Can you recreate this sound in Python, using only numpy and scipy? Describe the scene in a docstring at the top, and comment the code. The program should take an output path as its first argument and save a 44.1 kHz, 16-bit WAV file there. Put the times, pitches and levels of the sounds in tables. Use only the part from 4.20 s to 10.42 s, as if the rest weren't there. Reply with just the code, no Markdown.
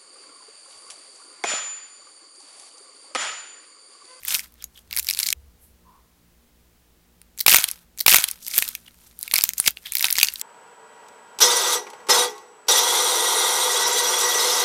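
"""In a quiet room, close by, fingers crush lumps of soft clay with a brittle dried shell.
Sharp cracks are noise bursts that ring in three bands; a dense crumble is chance grains through resonances.
Low thumps come from the soft core, and a short diffuse tail from the room; one squeeze is heard twice.
Below lie hiss, a low rumble, a hum and a thin whine, all shaped noise; the loudest cracks overload the input."""
import sys
import numpy as np
from scipy import signal
from scipy.fft import rfft, irfft
from scipy.io import wavfile

SR = 44100
rng = np.random.default_rng(int(sys.argv[2]) if len(sys.argv) > 2 else 0)


def field_ratio(decibels):
    """Amplitude ratio for a level in dB (20 dB per decade); scalars and array-likes work."""
    return 10 ** (np.asarray(decibels, dtype=float) / 20)


def int16_out(signal):
    """Quantize to a 16-bit WAV file."""
    q = np.round(np.clip(np.atleast_2d(signal).T, -1, 1) * 32767)
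    wavfile.write(sys.argv[1], SR, q.astype(np.int16))


N = 274302
TIME = np.arange(N) / SR


def unit(x):
    """Normalisation: scales a signal to rms 1."""
    return x / np.sqrt(np.mean(x ** 2) + 1e-20)


def coloured(x, spectrum):
    """Linear filtering: weights the spectrum of x by (hz, gain_db) points, joined on a log frequency axis."""
    hz, db = np.transpose(spectrum)
    bins_hz = np.maximum(np.arange(len(x) // 2 + 1) * SR / len(x), 1)
    gain = field_ratio(np.interp(np.log(bins_hz), np.log(hz), db))
    return irfft(rfft(x) * gain, len(x))


def band(low_hz, high_hz):
    """Band limiting: sections of a Butterworth band-pass filter."""
    return signal.butter(3, [low_hz, min(high_hz, .45 * SR)], "band", fs=SR, output="sos")


def resonate(x, hz, width_hz):
    """Damped resonance: a pole pair whose radius sets the bandwidth, with gain 1 on top."""
    r = np.exp(-np.pi * width_hz / SR)
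    zeros = [(1 - r * r) / 2, 0, (r * r - 1) / 2]
    poles = [1, -2 * r * np.cos(2 * np.pi * hz / SR), r * r]
    return signal.lfilter(zeros, poles, x)


def drift(rate_hz):
    """Slow random modulation: white noise through a two-pole low-pass, with spread 1."""
    r = np.exp(-2 * np.pi * rate_hz / SR)
    settled = signal.lfilter([1], [1, -2 * r, r * r], rng.standard_normal(N + SR))[SR:]
    return unit(settled)


def narrow_noise(hz, width_hz):
    """Narrow-band noise: two equal resonances in cascade give a wavering tone of rms 1."""
    once = resonate(rng.standard_normal(N), hz, width_hz)
    return unit(resonate(once, hz, width_hz))


def air_hiss():
    """Broadband noise: steady room air and hiss with a falling spectrum."""
    # spectrum of the air: hz, relative_db_per_hz
    air_spectrum = [(20, 4.5), (60, -0.5), (300, -7), (700, -9), (1200, -12), (10000, -17.5), (16000, -15)]
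    return field_ratio(-61.5) * unit(coloured(rng.standard_normal(N), air_spectrum))


def low_rumble():
    """Amplitude modulation: narrow noise at 66 Hz swells and sinks in level."""
    # level of the rumble: time_s, level_db
    rumble_level = [(.55, -70.5), (.75, -53.5), (1.0, -66), (1.2, -51.5), (1.5, -62), (1.9, -71),
                    (2.198, -76.5), (6.22, -72.5)]
    s, db = np.transpose(rumble_level)
    return field_ratio(np.interp(TIME, s, db)) * narrow_noise(66.0, 23.0)


def motor_hum():
    """Harmonic series: a distant motor's hum, wavering lines on multiples of one pitch."""
    pitch_hz, width_hz = 58.54, 9.7
    # lines of the hum: multiple, level_db
    hum_lines = [(1, -63.5), (2, -75), (3, -70), (4, -71.5), (5, -79), (6, -78.5), (7, -81.5), (8, -78),
                 (9, -86)]
    return sum(field_ratio(db) * narrow_noise(k * pitch_hz, width_hz) for k, db in hum_lines)


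def puffs():
    """Enveloped noise: bands of noise swell and die as faint passing noises and short rubs of the clay."""
    # puffs and rubs, rise and fall to 1/e of the peak: peak_s, rise_s, fall_s, centre_hz, width_hz, level_db
    puff_rows = [(.408, 0.0054, .01, 3240, 900, -48.5), (0.559, 0.0055, 0.0072, 3300, 600, -50),
                 (.578, 0.0049, 0.009, 3260, 500, -44.5), (1.44, 0.035, 0.047, 11770, 7120, -55.5),
                 (1.679, 0.021, 0.056, 1007, 150, -54.5), (1.75, 0.056, 0.077, 1038, 296, -61),
                 (4.664, .004, 0.0034, 3100, 900, -47), (4.681, .004, .004, 3050, 900, -41.5),
                 (5.661, 0.005, 0.0093, 3500, 1150, -32), (5.661, 0.0086, .012, 1940, 600, -41),
                 (5.69, 0.013, 0.023, 3600, 1000, -42)]
    out = np.zeros(N)
    for at, rise, fall, hz, width_hz, db in puff_rows:
        decay = np.where(TIME < at, ((at - TIME) / rise) ** 2, np.abs(TIME - at) / fall)
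        out += field_ratio(db) * np.exp(-decay) * narrow_noise(hz, width_hz)
    return out


def background():
    """Superposition: the hiss, rumble, hum, puffs and a thin whine at 10686 Hz add up."""
    whine = field_ratio(-85) * narrow_noise(10686, 30.0)
    return air_hiss() + low_rumble() + motor_hum() + puffs() + whine


def room(x, dull=0.098):
    """Reverberation: convolution with exponentially dying noise gives a short diffuse tail."""
    t60_s, tail_db = .09, -17
    t = np.arange(round(.25 * SR)) / SR
    tail = rng.standard_normal(len(t)) * field_ratio(-60 * t / t60_s) * (t > .002)
    tail = signal.lfilter([1], [1, -dull], tail)
    tail = tail / np.sqrt(np.sum(tail ** 2))
    return field_ratio(tail_db) * signal.fftconvolve(x, tail)[:N]


def pressure():
    """Power summation: overlapping finger presses set the crumble's level (dB) and brightness (dB)."""
    shape = 1.165  # 1 = pointed swell, 2 = rounded
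    # presses of the fingers, rise and fall span 20 dB: peak_s, peak_db, rise_s, fall_s, brightness_db
    presses = [(0.086, -29.5, 0.036, 0.11, -0.5), (0.146, -25, 0.082, 0.057, 1.5),
               (0.189, -39, 0.049, .03, 1), (.24, -47.5, .05, 0.073, -5.5), (.42, -52.5, 0.073, 0.033, -10),
               (.575, -57.5, 0.066, 0.048, 2.5), (.785, -32, 0.065, 0.026, -9.5), (.84, -44.5, .05, .06, 5),
               (.905, -36, 0.068, 0.077, 3.5), (.995, -33.5, 0.043, .08, 0.5),
               (1.07, -36.5, 0.22, 0.14, 4.5), (3.209, -50, 0.03, 0.051, 16.5),
               (3.268, -27.5, .006, .04, -2), (3.286, -15, .01, 0.13, 0), (3.345, -19.5, .05, .14, -5.5),
               (3.48, -40, 0.096, 0.12, -5.5), (4.28, -48.5, 0.14, 0.13, 16), (4.376, -27.5, 0.1, 0.12, 6),
               (4.48, -36, .1, 0.089, -3), (4.55, -41, .04, 0.018, 0.5), (4.679, -57, 0.29, 0.047, -2),
               (4.85, -57, 0.27, 0.22, 1.5), (5.031, -46, 0.078, 0.2, 1.5),
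               (5.059, -37.5, 0.023, .04, -5.5), (5.16, -25.5, 0.024, .12, -4), (5.26, -38, 0.052, .1, 3),
               (5.391, -43, 0.032, .06, 13.5), (5.486, -28.5, 0.076, 0.016, 0.5),
               (5.57, -51.5, 0.049, 0.071, 0), (5.67, -43.5, 0.091, 0.065, -0.5),
               (5.77, -40, 0.096, 0.14, 6), (5.855, -27, 0.097, 0.14, -4), (6.035, -29.5, 0.14, 0.13, -1.5),
               (6.2, -46.5, 0.156, .1, 0)]
    s, db, rise, fall, bright_db = np.transpose(presses)[:, :, None]
    t = TIME[::32]
    away = np.where(t < s, (s - t) / rise, (t - s) / fall)
    power = field_ratio(np.maximum(db - 20 * away ** shape, -150)) ** 2
    total = power.sum(axis=0)
    level_db = 10 * np.log10(total)
    mean_bright_db = (power * bright_db).sum(axis=0) / total
    return np.interp(TIME, t, level_db), np.interp(TIME, t, mean_bright_db)


def crumble(level_db, bright_db, cycles=2.3, knee_hz=5000.0):
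    """Shot noise: dense small fractures of uneven size come in clumps and each briefly rings a resonance."""
    per_s, spread_db, clump_db = 7000, 3.9, 2.5
    # relative spectrum of the shards: hz, relative_db_per_hz
    shard_spectrum = [(250, -36), (700, -14.5), (1500, -3.5), (2250, -11.5), (3240, -4), (5600, -3),
                      (10200, -1.5), (13500, 1), (16000, -12.5)]
    sizes = field_ratio(spread_db * np.minimum(rng.exponential(1, N), 4)) * rng.choice([-1, 1], N)
    grains = sizes * (rng.random(N) < per_s / SR)
    dealt = rng.integers(0, 8, N)  # which of the eight pitches each grain rings
    rings = np.zeros(N)
    for k, hz in enumerate(np.geomspace(600, 14000, 8)):
        own_grains = grains * (dealt == k) + 1e-18
        rings += unit(resonate(own_grains, hz, hz / cycles)) * np.sqrt(hz)
    rings = unit(coloured(rings, shard_spectrum))
    # brightness raises the part above the knee and lowers the part below it
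    dull = signal.sosfilt(signal.butter(2, knee_hz, fs=SR, output="sos"), rings)
    tilt = field_ratio(bright_db / 2)
    tilted = dull / tilt + (rings - dull) * tilt
    return field_ratio(level_db + clump_db * drift(40)) * tilted


def chips(level_db):
    """Random point process: small cracks at chance moments, sized by the pressure, each of its own colour."""
    per_s, base_db, size_spread_db, colour_spread_db = 110, -11, 4, 7
    draw = rng.random((round(per_s * N / SR), 2))
    pressed_db = level_db[(draw[:, 0] * N).astype(int)]
    size_db = pressed_db + base_db - size_spread_db * np.log(np.maximum(draw[:, 1], .02))
    colour_db = colour_spread_db * np.clip(rng.standard_normal((len(draw), 3)), -3, .5)
    return np.column_stack([draw[:, 0] * N / SR, size_db[:, None] + colour_db])


def start_level(x):
    """Onset normalisation: scales x to rms 1 over its first 2 ms."""
    return x / np.sqrt(np.mean(x[:SR // 500] ** 2))


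def cracks(rows, thumps, thump_hz=500.0, thump_damping=26.0, knock_db=5.0):
    """Brittle fracture: a sharp front and a ragged, dying burst of noise excite brief shard resonances."""
    ragged_db, front, ring_db, cycles = 4, 4, 2, 5
    # decay at a level of -20 dB, its growth (octaves per 10 dB) and its chance spread (octaves)
    usual_t60_s, loud_longer, t60_spread = 0.0067, 0.096, 0.43
    # each crack nudges the core: thump level at a body level of -30 dB, and its slope (dB per dB)
    nudge_db, nudge_follows = -57, 0.41
    # where the shards ring: low_hz, high_hz, ring_hz, ring_spread_octaves
    shell_bands = [(1800, 4000, 2300, .15), (4000, 8500, 5000, .3), (8500, 16000, 12500, .2)]
    size = 1024
    out = np.zeros(N + size)
    t = np.arange(size) / SR
    filters = [band(low, high) for low, high, hz, octaves in shell_bands]
    count = len(rows) + len(thumps)
    breaks = rng.standard_normal((count, size))
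    ragged = rng.standard_normal((count, size // 16))
    chance = rng.standard_normal((count, 4))
    # the soft core gives way under the shell: one low push, and the burst heard dully through the clay
    push = np.sin(2 * np.pi * thump_hz * t) * np.exp(-t * thump_hz * thump_damping)
    push = start_level(signal.sosfilt(band(60, 1400), push))
    core = band(750, 1800)
    for k, (s, *levels_db) in enumerate([*rows, *thumps]):
        if max(levels_db) < -75:
            continue
        octaves_longer = loud_longer * (max(levels_db) + 20) / 10 + t60_spread * chance[k, 3]
        t60 = max(usual_t60_s * 2 ** octaves_longer, .002)
        burst = breaks[k] * field_ratio(-60 * t / t60 + ragged_db * np.repeat(ragged[k], 16))
        burst[0] = front * np.sign(burst[0])
        is_shell = k < len(rows)
        thump_db = nudge_db + nudge_follows * (levels_db[0] + 30) if is_shell else levels_db[0]
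        knock = field_ratio(knock_db) * start_level(signal.sosfilt(core, burst))
        crack = field_ratio(thump_db) * (push + knock)
        shell_levels_db = levels_db if is_shell else []
        for sos, (low, high, hz, octaves), db, p in zip(filters, shell_bands, shell_levels_db, chance[k]):
            hz = np.clip(hz * 2 ** (octaves * p), low, high)
            ring = field_ratio(ring_db) * np.sqrt(cycles) * resonate(burst, hz, hz / cycles)
            crack = crack + field_ratio(db) * start_level(signal.sosfilt(sos, burst + ring))
        at = round(s * SR)
        out[at:at + size] += crack
    return out[:N]


def scene():
    """Superposition: clay and its room tail, cut off after the first lump, over the background."""
    cut_s, cut_fade_s = 1.136, .005
    replay_from_s, replay_at_s, replay_s = 3.05, 3.64946, .55
    # clear cracks of the shell, rms over the first 2 ms in three bands (1.8-4, 4-8.5, 8.5-16 kHz):
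    # start_s, body_db, edge_db, snap_db
    clear_cracks = [(0.0332, -41, -58, -36.5), (0.0506, -34.5, -56, -24), (0.0835, -27.5, -32.5, -19.5),
                    (0.1066, -23.5, -26.5, -26), (0.1239, -27, -29, -26), (0.1444, -29, -16.5, -20.5),
                    (0.1496, -16.5, -20, -21.5), (0.1937, -25.5, -25.5, -33.5), (0.2136, -45, -49, -44),
                    (0.2588, -49, -53, -51.5), (0.3229, -65, -61, -51), (0.3404, -70, -58, -47.5),
                    (0.424, -45.5, -38, -38.5), (0.4414, -44, -27, -27.5), (0.5756, -49, -49, -50),
                    (0.5912, -60, -55, -47), (0.7107, -35, -34.5, -35.5), (0.7282, -26, -28, -25),
                    (0.7371, -33, -35, -37.5), (0.7475, -47, -37, -36), (0.7556, -47, -39, -33.5),
                    (0.7649, -27.5, -30, -17), (0.7729, -37, -20, -19), (0.7811, -45, -34, -22),
                    (0.7868, -41, -22.5, -16.5), (0.7952, -26, -20.5, -17.5), (0.7989, -37, -26, -24.5),
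                    (0.8286, -51, -36.5, -28), (0.8461, -45, -35.5, -29.5), (0.8693, -41.5, -25.5, -28),
                    (0.8873, -31.5, -18, -19), (0.8891, -22.5, -19, -23), (0.8996, -28, -20, -18.5),
                    (0.9096, -23.5, -17.5, -20), (0.9302, -36, -28, -32), (0.9364, -43, -22.5, -28),
                    (0.9481, -34.5, -28.5, -28), (0.9726, -32, -27, -31.5), (0.99, -27, -20.5, -14.5),
                    (1.0003, -27.5, -21, -19.5), (1.0303, -27.5, -17, -21.5), (1.0389, -35, -27, -23),
                    (1.0605, -32, -27, -30.5), (1.0651, -31, -20.5, -21), (1.07, -41, -19, -25),
                    (1.0875, -22.5, -18.5, -22), (1.1039, -33, -18.5, -23.5), (1.1269, -16.5, -16, -16.5),
                    (3.0161, -52, -52, -41.5), (3.177, -46.5, -40, -38), (3.1868, -46.5, -32, -33),
                    (3.1918, -44, -33.5, -32.5), (3.1944, -41.5, -30, -30.5), (3.2042, -39, -20.5, -23),
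                    (3.2092, -30, -19, -14.5), (3.2634, -17.5, -12.5, -7.5), (3.2648, -7, -14, -9.5),
                    (3.2806, -10.5, -5, -11.5), (3.2822, -9.5, -15, -3), (3.2946, -18.5, -14.5, -6),
                    (3.3038, -17, -18.5, -20), (3.3134, -31, -19, -9.5), (3.3157, -14, -18.5, -15.5),
                    (3.3196, -14, -13, -12.5), (3.3271, -16, -13, -10.5), (3.3371, -11.5, -13.5, -10.5),
                    (3.3444, -7.5, -3, -8), (3.3462, -13, -15.5, -7.5), (3.3592, -15, -10, -8.5),
                    (3.3663, -16, -14, -2.5), (3.3742, -23, -24, -24), (3.3849, -19, -15, -20),
                    (3.4235, -30, -30.5, -26.5), (3.441, -16.5, -17, -11), (3.4865, -29, -26.5, -22),
                    (3.5135, -58.5, -29, -19.5), (4.2485, -58, -39, -46.5), (4.2659, -41, -29.5, -29),
                    (4.2766, -38, -36, -30.5), (4.2813, -44, -32, -21.5), (4.3127, -38, -28.5, -39.5),
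                    (4.3626, -30.5, -58, -20), (4.3798, -23.5, -16.5, -0.5), (4.3869, -18, -16.5, -9),
                    (4.4237, -16, -20, -17.5), (4.4787, -35, -27.5, -26.5), (4.4885, -47, -29, -20),
                    (4.5515, -27.5, -28, -23.5), (4.6644, -55, -53, -57), (4.6818, -45, -54, -46),
                    (4.9907, -62, -54, -28.5), (5.0115, -66, -40, -31.5), (5.0289, -62, -28.5, -20.5),
                    (5.0784, -27.5, -35.5, -29), (5.1128, -24, -25, -30), (5.1209, -36, -34, -25),
                    (5.1383, -19.5, -14.5, -9), (5.1578, -18.5, -19, -13), (5.1628, -19, -13.5, -19.5),
                    (5.1825, -23.5, -17.5, -12), (5.1876, -18, -19.5, -18.5), (5.2099, -25.5, -18, -28.5),
                    (5.2205, -48, -24, -22.5), (5.2379, -28.5, -11, -5), (5.291, -27, -17.5, -16),
                    (5.3349, -37, -28, -26.5), (5.3804, -38.5, -22, -22.5), (5.3829, -45, -39.5, -22),
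                    (5.4002, -31.5, -20, -6.5), (5.4624, -18.5, -19.5, -21), (5.4758, -20.5, -8, -10),
                    (5.479, -11, -11, -14), (5.5068, -49, -39, -24.5), (5.571, -29.5, -39, -45.5),
                    (5.6587, -45.5, -41, -36), (5.7213, -31, -29, -20), (5.7355, -40, -33.5, -25),
                    (5.7529, -21.5, -22.5, -11.5), (5.7693, -27, -19, -19.5), (5.7842, -36, -30, -19.5),
                    (5.7952, -35, -20.5, -27), (5.8085, -22, -29, -16.5), (5.8147, -54, -30.5, -24),
                    (5.8261, -27, -17, -16), (5.8434, -10.5, -16, -14), (5.8539, -32, -15.5, -22.5),
                    (5.8684, -39, -22.5, -24), (5.9039, -23, -19.5, -24.5), (5.909, -40, -29.5, -14.5),
                    (5.9264, -32, -20, -12.5), (5.9277, -37, -24.5, -15), (5.9549, -23, -23.5, -25.5),
                    (5.9672, -33, -21.5, -30.5), (5.9787, -31, -21, -27), (5.9846, -17, -14.5, -14.5),
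                    (5.9901, -27, -14.5, -26), (5.9996, -22, -19, -20.5), (6.0128, -13.5, -20, -23),
                    (6.0302, -6.5, -5.5, -13.5), (6.0318, -16, -17.5, -6), (6.0467, -26.5, -17, -25.5),
                    (6.0709, -44, -22, -31), (6.0853, -20, -18, -30), (6.1381, -44, -46, -23.5),
                    (6.1576, -35, -27, -39.5), (6.1963, -55, -35, -35), (6.2137, -33.5, -20.5, -24.5)]
    # deep cracks where the core gives way with a low thump: start_s, level_db
    deep_thumps = [(.1239, -48), (0.1441, -43), (3.2624, -26.5), (3.2808, -19), (3.3218, -29),
                   (3.3271, -26.5), (3.3382, -27), (3.3445, -18.5), (3.3666, -46), (3.3852, -30),
                   (3.442, -41.5), (4.3778, -43.5), (4.3873, -36.5), (4.4221, -35.5), (5.1364, -35.5),
                   (5.164, -49), (5.1871, -40.5), (5.3987, -36), (5.4626, -40.5), (5.48, -26), (5.843, -37),
                   (5.9828, -34.5), (6.0293, -35)]
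    level_db, bright_db = pressure()
    clay = cracks(clear_cracks, deep_thumps) + cracks(chips(level_db), []) + crumble(level_db, bright_db)
    clay = clay + room(clay)
    clay *= np.where(TIME < 2, np.clip((cut_s - TIME) / cut_fade_s, 0, 1), 1)
    out = clay + background()
    # the first big squeeze is heard a second time, background included
    start, again, length = (round(s * SR) for s in (replay_from_s, replay_at_s, replay_s))
    out[again:again + length] = out[start:start + length]
    return out[None]


def roll_off(x):
    """The treble ends steeply here."""
    return signal.sosfilt(signal.butter(12, 16160, fs=SR, output="sos"), x)


def record(dry):
    """Hard clipping: the input overloads at full scale."""
    mix = np.clip(dry, -1, 1)
    return roll_off(mix)


dry = scene()
out = record(dry)
int16_out(out)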